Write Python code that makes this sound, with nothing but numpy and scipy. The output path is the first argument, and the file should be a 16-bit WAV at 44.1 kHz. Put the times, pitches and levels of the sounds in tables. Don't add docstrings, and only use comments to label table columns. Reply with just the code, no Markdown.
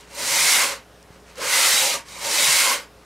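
import sys
import numpy as np
from scipy import signal
from scipy.fft import rfft, irfft
from scipy.io import wavfile
from scipy.ndimage import uniform_filter1d

SR = 44100
rng = np.random.default_rng(int(sys.argv[2]) if len(sys.argv) > 2 else 0)


def materialize(psi):
    bounded = np.clip(np.atleast_2d(psi).T, -1, 1)
    quanta = np.round(bounded * 32767).astype(np.int16)
    wavfile.write(sys.argv[1], SR, quanta)


def undo_db(level):
    steps = np.asarray(level, float) / 20
    return 10 ** steps


N = 134505


def evened(x):
    return x / np.sqrt(np.mean(x ** 2) + 1e-20)


def read_curve(points, hz):
    f, value = np.transpose(points)
    return np.interp(np.log(hz + 1), np.log(f + 1), value)


def resonate(x, hz, width_hz):
    turn = np.exp(2j * np.pi * hz * np.arange(len(x)) / SR)
    r = np.exp(-np.pi * abs(width_hz) / SR)
    return 2 * (turn * signal.lfilter([1 - r], [1, -r], x / turn + 1e-18)).real


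def shaped(x, field_db, size=512):
    hz, t, z = signal.stft(x, SR, nperseg=size, noverlap=size - 128)
    z = z * undo_db(field_db(hz[:, None], t))
    return signal.istft(z, SR, nperseg=size, noverlap=size - 128)[1][..., :N]


def patches(bins, frames):
    field = rng.standard_normal((N // 128 + 2, 257))
    field = uniform_filter1d(field, frames, axis=0)
    return evened(uniform_filter1d(field, bins, axis=1)).T


# frequency in Hz, density in dB per Hz.
AIR_SPECTRUM = [(15, -32), (25, -15), (107, -5.5), (174, -6), (352, -8.5), (527, -5.5), (791, -9.5),
                (5520, -22.5), (15800, -31.5)]


def room_air():
    mid_db, side_db = -48 - 3.0, -48 - 22
    spots = patches(8, 20)
    gain = undo_db(read_curve(AIR_SPECTRUM, np.fft.rfftfreq(N, 1 / SR)))
    steady = irfft(rfft(rng.standard_normal((2, N))) * gain, N)
    mid, side = shaped(steady, lambda hz, t: 1.2 * spots[:, :len(t)])
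    return undo_db(mid_db) * evened(mid), undo_db(side_db) * evened(side)


# frequency in Hz, level in dB.
HUM_PARTIALS = [(59.2, -57.5), (177.6, -62), (296.1, -69), (419.9, -60.5), (538.3, -66.5)]


def mains_hum():
    waver_db, t = 0.73, np.arange(N) / SR
    waver = evened(uniform_filter1d(rng.standard_normal((len(HUM_PARTIALS), N)), size=4000, axis=1))
    hum = np.zeros(N)
    for (hz, db), w in zip(HUM_PARTIALS, waver):
        hum += undo_db(db + waver_db * w) * np.sqrt(2) * np.sin(2 * np.pi * (hz * t + rng.random()))
    return hum


def workshop():
    whine_hz, whine_width_hz, whine_db = 5340, 90, -76
    air, side = room_air()
    whine = undo_db(whine_db) * evened(resonate(rng.standard_normal(N), whine_hz, whine_width_hz))
    centre = air + mains_hum() + whine
    return np.array([centre + side, centre - side])


# start in seconds, level in dB, pitch in Hz, decay constant in seconds.
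HAND_TICKS = [(1.028, -42.5, 5700, 0.0016), (1.2, -57, 6500, 0.01), (1.9, -50, 7700, .008),
              (1.356, -41.5, 4700, 0.0033), (0.15, -36, 9800, 0.003), (0.0084, -45.5, 8000, .005),
              (0.15, -43, 10000, 0.018), (1.155, -56, 1300, 0.027), (1.5, -55, 1100, .02),
              (1.7, -61, 2200, .02), (2.812, -48, 13500, .004), (2.826, -52, 13500, .004),
              (1.382, -41, 10000, .006), (0.66, -54, 1300, 0.025), (2.085, -41, 4400, .008)]


def handling():
    knock_s, knock_db, knock_hz, knock_t60_s, knock_rise_s = 1.105, -32.5, 111, 0.025, 0.00029
    out, t = np.zeros(N), np.arange(2000) / SR
    for s, db, hz, decay_s in HAND_TICKS:
        burst = evened(resonate(rng.standard_normal(2000), hz, 0.4 * hz)) * np.exp(-t / abs(decay_s))
        out[round(s * SR):][:2000] += undo_db(db) * burst
    knock = undo_db(knock_db - 60 * t / knock_t60_s) * np.cos(2 * np.pi * knock_hz * t)
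    out[round(knock_s * SR):][:2000] += knock * np.minimum(t / knock_rise_s, 1)
    return out


# time in seconds, scrape level in dB, board load in dB, ring of the piece in dB.
STROKE_CURVES = [
    [(0.07, -58.5, -1, 9), (0.198, -32, 9, 11), (0.32, -22, 3, 7.5), (0.524, -16.5, -4.5, 4.5),
     (0.638, -20.5, 0.5, 3), (0.728, -31, 3, -0.5), (0.77, -40.5, 1, -8), (0.86, -70, -4, -7)],
    [(1.335, -58.5, -6, -13), (1.417, -30, 7.5, -4), (1.539, -18.5, -3.5, 1.5), (1.68, -17.5, -0.5, 3.5),
     (1.801, -17.5, 0.5, -1), (1.945, -24, 6.5, 0.5), (1.985, -34.5, 10.5, -4), (2.05, -56, 1, -14)],
    [(2.05, -49, -18, -8), (2.092, -44, -2, 9), (2.2, -39, 7.5, 10.5), (2.225, -32.5, 6.5, 8),
     (2.254, -28, 9, 6), (2.402, -18.5, 1, 4), (2.54, -18, -6.5, 5), (2.6, -17, -9, 0.5),
     (2.738, -22, 5, 2.5), (2.88, -58.5, 1, -2)],
]
STROKE_REACH = [
    (0.011, 0.87),
    (0.92, 0.017),
    (0.015, 0.88),
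]
# centre in seconds, half length in seconds, level in dB.
REST_CREEPS = [
    (.0, .08, -50),
    (1.3, .06, -52),
    (1.15, .05, -57),
    (1.385, .025, -39),
]


def motion():
    t, controls, place = np.arange(N) / SR, np.zeros((3, N)), np.zeros(N)
    creeps_db = [db - 12 * ((t - s) / half_s) ** 2 for s, half_s, db in REST_CREEPS]
    controls[0] = np.max(creeps_db + [t * 0 - 90], axis=0)
    for rows, (start, end) in zip(STROKE_CURVES, STROKE_REACH):
        s, *columns = np.transpose(rows)
        on = (t >= s[0]) & (t <= s[-1])
        stroke = np.array([np.interp(t[on], s, c) for c in columns])
        controls[0, on] = np.maximum(controls[0, on], stroke[0])
        controls[1:, on] = stroke[1:]
        way = np.cumsum(np.sqrt(undo_db(stroke[0])))
        place[on] = start + (end - start) * way / way[-1]
    return *uniform_filter1d(controls, size=400, axis=1), place


def grit():
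    grains_per_s, spread_db = 14000, 2.5
    hit, size, sign = rng.random((3, N))
    height = undo_db(-spread_db * np.log(size + 0.015))
    return evened((hit < grains_per_s / SR) * height * np.sign(sign - .5))


# frequency in Hz, density in dB per Hz.
GRIT_SPECTRUM = [(88, -64), (150, -48), (817, -12), (1050, -10), (1710, -12), (2120, -7), (3320, -6.5),
                 (8310, -7), (15800, -18.5)]


def hiss_colour(level_db):
    patchy_db, flicker_db = 1.64, 0.45
    bright_db_per_db, bright_hz = 0.22, 5970
    hollow_db_per_db, hollow_hz, hollow_width_hz = 0.21, 3480, 300
    spots, flicker = patches(4, 9), patches(120, 3)

    def colour(hz, t):
        speed_db = np.interp(t, np.arange(N) / SR, level_db) + 16
        uneven = patchy_db * spots[:, :len(t)] + flicker_db * flicker[:, :len(t)]
        dip = np.exp(-((hz - hollow_hz) / hollow_width_hz) ** 2)
        hollow = hollow_db_per_db * np.maximum(speed_db, -25) * dip
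        bright = bright_db_per_db * speed_db * np.log2(hz / bright_hz + 0.28)
        return read_curve(GRIT_SPECTRUM, hz) + uneven + hollow + bright
    return colour


def ringing(drive, modes, place):
    least_width_per_hz = .045
    out = np.zeros(N)
    for hz, width_hz, db, belly, fall_db in modes:
        gain = undo_db(db - abs(fall_db) * abs(place - belly))
        out += gain * evened(resonate(drive, hz, max(width_hz, least_width_per_hz * hz)))
    return out


# frequency in Hz, width in Hz, level in dB, place of strongest drive 0-1,
# fall in dB over the length.
PIECE_MODES = [(2138, 210, -10, 1, 15), (2550, 690, -18.5, 1, 28), (4070, 43, -29.5, 0.06, 10),
               (1610, 40, -13.5, 0.93, 40), (4540, 880, -24, 0.92, -2.5), (5860, 1100, -19.5, 0.16, 19.5),
               (7070, 350, -24.5, 0.1, 1), (8430, 260, -23.5, 0.1, 10), (9630, 330, -24, 0.55, 18)]


def piece_ring(drive, ring_db, place):
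    return undo_db(ring_db) * ringing(drive, PIECE_MODES, place)


# frequency in Hz, width in Hz, level in dB, place of strongest drive 0-1,
# fall in dB over the length.
BOARD_MODES = [(561, 38, -20.5, 0.56, 10.5), (509, 16, -23, 0.96, 16), (670, 360, -32, 0.1, 13),
               (925, 62, -24.5, 0.25, 10), (1065, 230, -12, 0.72, 53), (1384, 250, -15.5, 0.64, 42),
               (372, 160, -35.5, 0.4, 0)]


def board_ring(level_db, load_db, place):
    return undo_db(load_db - 0.37 * (level_db + 16.0)) * ringing(grit(), BOARD_MODES, place)


# centre in seconds, half length in seconds, frequency in Hz, width in Hz.
EDGE_CATCHES = [(1.44, .045, 520, 70), (1.86, .07, 553, 45), (1.86, .06, 860, 180), (2.69, .05, 1110, 140),
                (1.79, .04, 3950, 220), (2.455, .025, 3970, 140), (.63, .05, 1150, 280),
                (1.63, .05, 1360, 100), (2.28, .05, 600, 110), (.37, .05, 2520, 130),
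                (2.15, .07, 3950, 220), (1.75, .015, 200, 90), (2.5, .02, 150, 70), (2.18, .04, 110, 40),
                (.33, .06, 150, 50), (.45, .17, 2150, 260), (1.57, .06, 2080, 150), (2.545, .04, 2200, 200),
                (2.5, .05, 1090, 90), (1.398, .014, 510, 60), (1.69, .06, 2070, 150),
                (1.96, .03, 1220, 120), (2.27, .05, 950, 100), (2.385, .02, 2620, 150),
                (2.39, .02, 3950, 200), (2.35, .03, 2050, 150), (1.64, .04, 2550, 200),
                (1.51, .03, 1530, 120), (2.16, .06, 2400, 300), (2.18, .05, 1200, 300),
                (1.97, .04, 1650, 60), (2.55, .03, 100, 40), (2.66, .03, 160, 50), (1.83, .025, 130, 60),
                (2.66, .05, 1550, 250), (.24, .04, 2020, 130), (.55, .05, 2200, 150), (.2, .05, 600, 120),
                (.54, .02, 3950, 200), (.75, .025, 520, 60), (2.4, .02, 600, 80)]
EDGE_CATCH_DB = [-9.5, -15, -13.5, -8.5, -10, -10, -21, -12, -19, -14, -13, -28, -26, -22, -29, -19.5, -12,
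                 -10.5, -17, 4, -10, -10, -11.5, -16, -13, -13, -14, -19, -12, -10, -18, -34, -36, -34,
                 -12.5, -12, -16, -9.5, -14, -12, -17]


def catches(drive):
    flutter_db = 1.5
    out = np.zeros(N)
    flutter = undo_db(flutter_db * evened(uniform_filter1d(rng.standard_normal(N), size=400)))
    for (s, half_s, hz, width_hz), db in zip(EDGE_CATCHES, EDGE_CATCH_DB):
        span = slice(max(round((s - 2 * half_s) * SR), 0), round((s + 2 * half_s) * SR))
        swell = np.exp(-((np.arange(N)[span] / SR - s) / half_s) ** 2)
        ring = resonate(drive[span], hz, 1.5 * width_hz)
        ring = resonate(ring, hz, 1.5 * width_hz) * flutter[span] * swell
        out[span] += undo_db(db) * evened(ring) * np.sqrt(np.mean(swell ** 2))
    return out


def sanding():
    hiss_db, highpass_hz = 0.5, 90
    wide_from_db, wide_slope = -42, 1.6
    level_db, load_db, ring_db, place = motion()
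    colour = hiss_colour(level_db)
    highpass = signal.butter(4, highpass_hz, "high", fs=SR, output="sos")

    def scrape(drive):
        hiss = undo_db(hiss_db) * evened(shaped(drive, colour))
        wood = piece_ring(drive, ring_db, place) + board_ring(level_db, load_db, place)
        caught = catches(signal.lfilter([1], [1, -.9], drive))
        return signal.sosfilt(highpass, undo_db(level_db) * (hiss + wood + caught))

    width = undo_db(wide_slope * np.minimum(level_db - wide_from_db, 0))
    return scrape(grit()), width * scrape(grit())


def room_tail(x):
    t60_s, tail_db, gap_s = 0.17, -15.5, .006
    t = np.arange(SR // 2) / SR
    taps = signal.lfilter([1], [1, -.6], rng.standard_normal(len(t)))
    taps = taps * undo_db(-60 * t / t60_s) * (t > gap_s)
    return undo_db(tail_db) * signal.oaconvolve(x, taps / np.linalg.norm(taps))[:N]


# frequency in Hz, side minus mid in dB.
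SIDE_CURVE = [(60, -2), (250, -13), (700, -14), (1500, -16.5), (3000, -12), (5500, -13), (10000, -13),
              (15000, -8)]
# frequency in Hz, left minus right in dB.
LEAN_CURVE = [(60, 0), (240, -2), (950, -1), (3770, -0.9), (9000, -.5), (15000, -3.5)]


def ports(mid, side):
    side = shaped(side, lambda hz, t: read_curve(SIDE_CURVE, hz) + 0 * t)
    half = np.array([.5, -.5])[:, None, None]
    pair = np.array([mid + side, mid - side])
    return shaped(pair, lambda hz, t: half * read_curve(LEAN_CURVE, hz) + 0 * t)


def scene():
    mid, side = sanding()
    return ports(mid + room_tail(mid), side) + handling() + workshop()


# centre in seconds, half length in seconds, upper edge in Hz.
BASS_DROPS = [(.525, .045, 200), (.495, .02, 300), (1.628, .035, 200), (1.585, .015, 150),
              (2.585, .015, 330), (2.56, .03, 50), (2.625, .045, 110), (2.47, .03, 45), (.42, .012, 90),
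              (.3, .015, 90), (1.87, .012, 90), (1.8, .012, 150)]
# centre in seconds, half length in seconds, lower edge in Hz.
TREBLE_DROPS = [
    (1.98, .025, 15100),
    (2.035, .02, 15100),
    (2.15, .02, 15050),
    (2.18, .022, 15300),
    (2.285, .008, 15200),
    (1.87, .006, 15500),
]


def band_losses(x, power_db):
    drop_db, edge_hz, edge_db = -40, 15770, -70
    lump_db, lump_hz, lump_from_db = -8, 380, -24
    top_hz, top_db_per_khz = 12100, -1.5
    lumps = np.repeat(patches(2, 12), 2, axis=0)[:513]

    def losses(hz, t):
        drops = sum((hz < below_hz) * (abs(t - s) < half_s) for s, half_s, below_hz in BASS_DROPS)
        drops = drops + sum((hz > above_hz) * (abs(t - s) < half_s) for s, half_s, above_hz in TREBLE_DROPS)
        loud = np.interp(t, np.arange(N) / SR, power_db) > lump_from_db
        frame = np.minimum(np.arange(len(t)), lumps.shape[1] - 1)
        thinning = lump_db * loud * (hz < lump_hz) * np.maximum(lumps[:, frame], 0)
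        rolloff = top_db_per_khz * np.maximum(hz - top_hz, 0) / 1000 + edge_db * (hz > edge_hz)
        return drop_db * np.minimum(drops, 1) + thinning + rolloff
    return shaped(x, losses, size=1024)


def roll_off(x):
    return signal.sosfilt(signal.butter(12, 15830, fs=SR, output="sos"), x)


def record(dry):
    limit = 0.65
    power = uniform_filter1d((dry ** 2).mean(0), size=2000)
    power_db = 10 * np.log10(abs(power) + 1e-12)
    limited = limit * np.tanh(dry / limit)
    return roll_off(band_losses(limited, power_db))


dry = scene()
out = record(dry)
materialize(out)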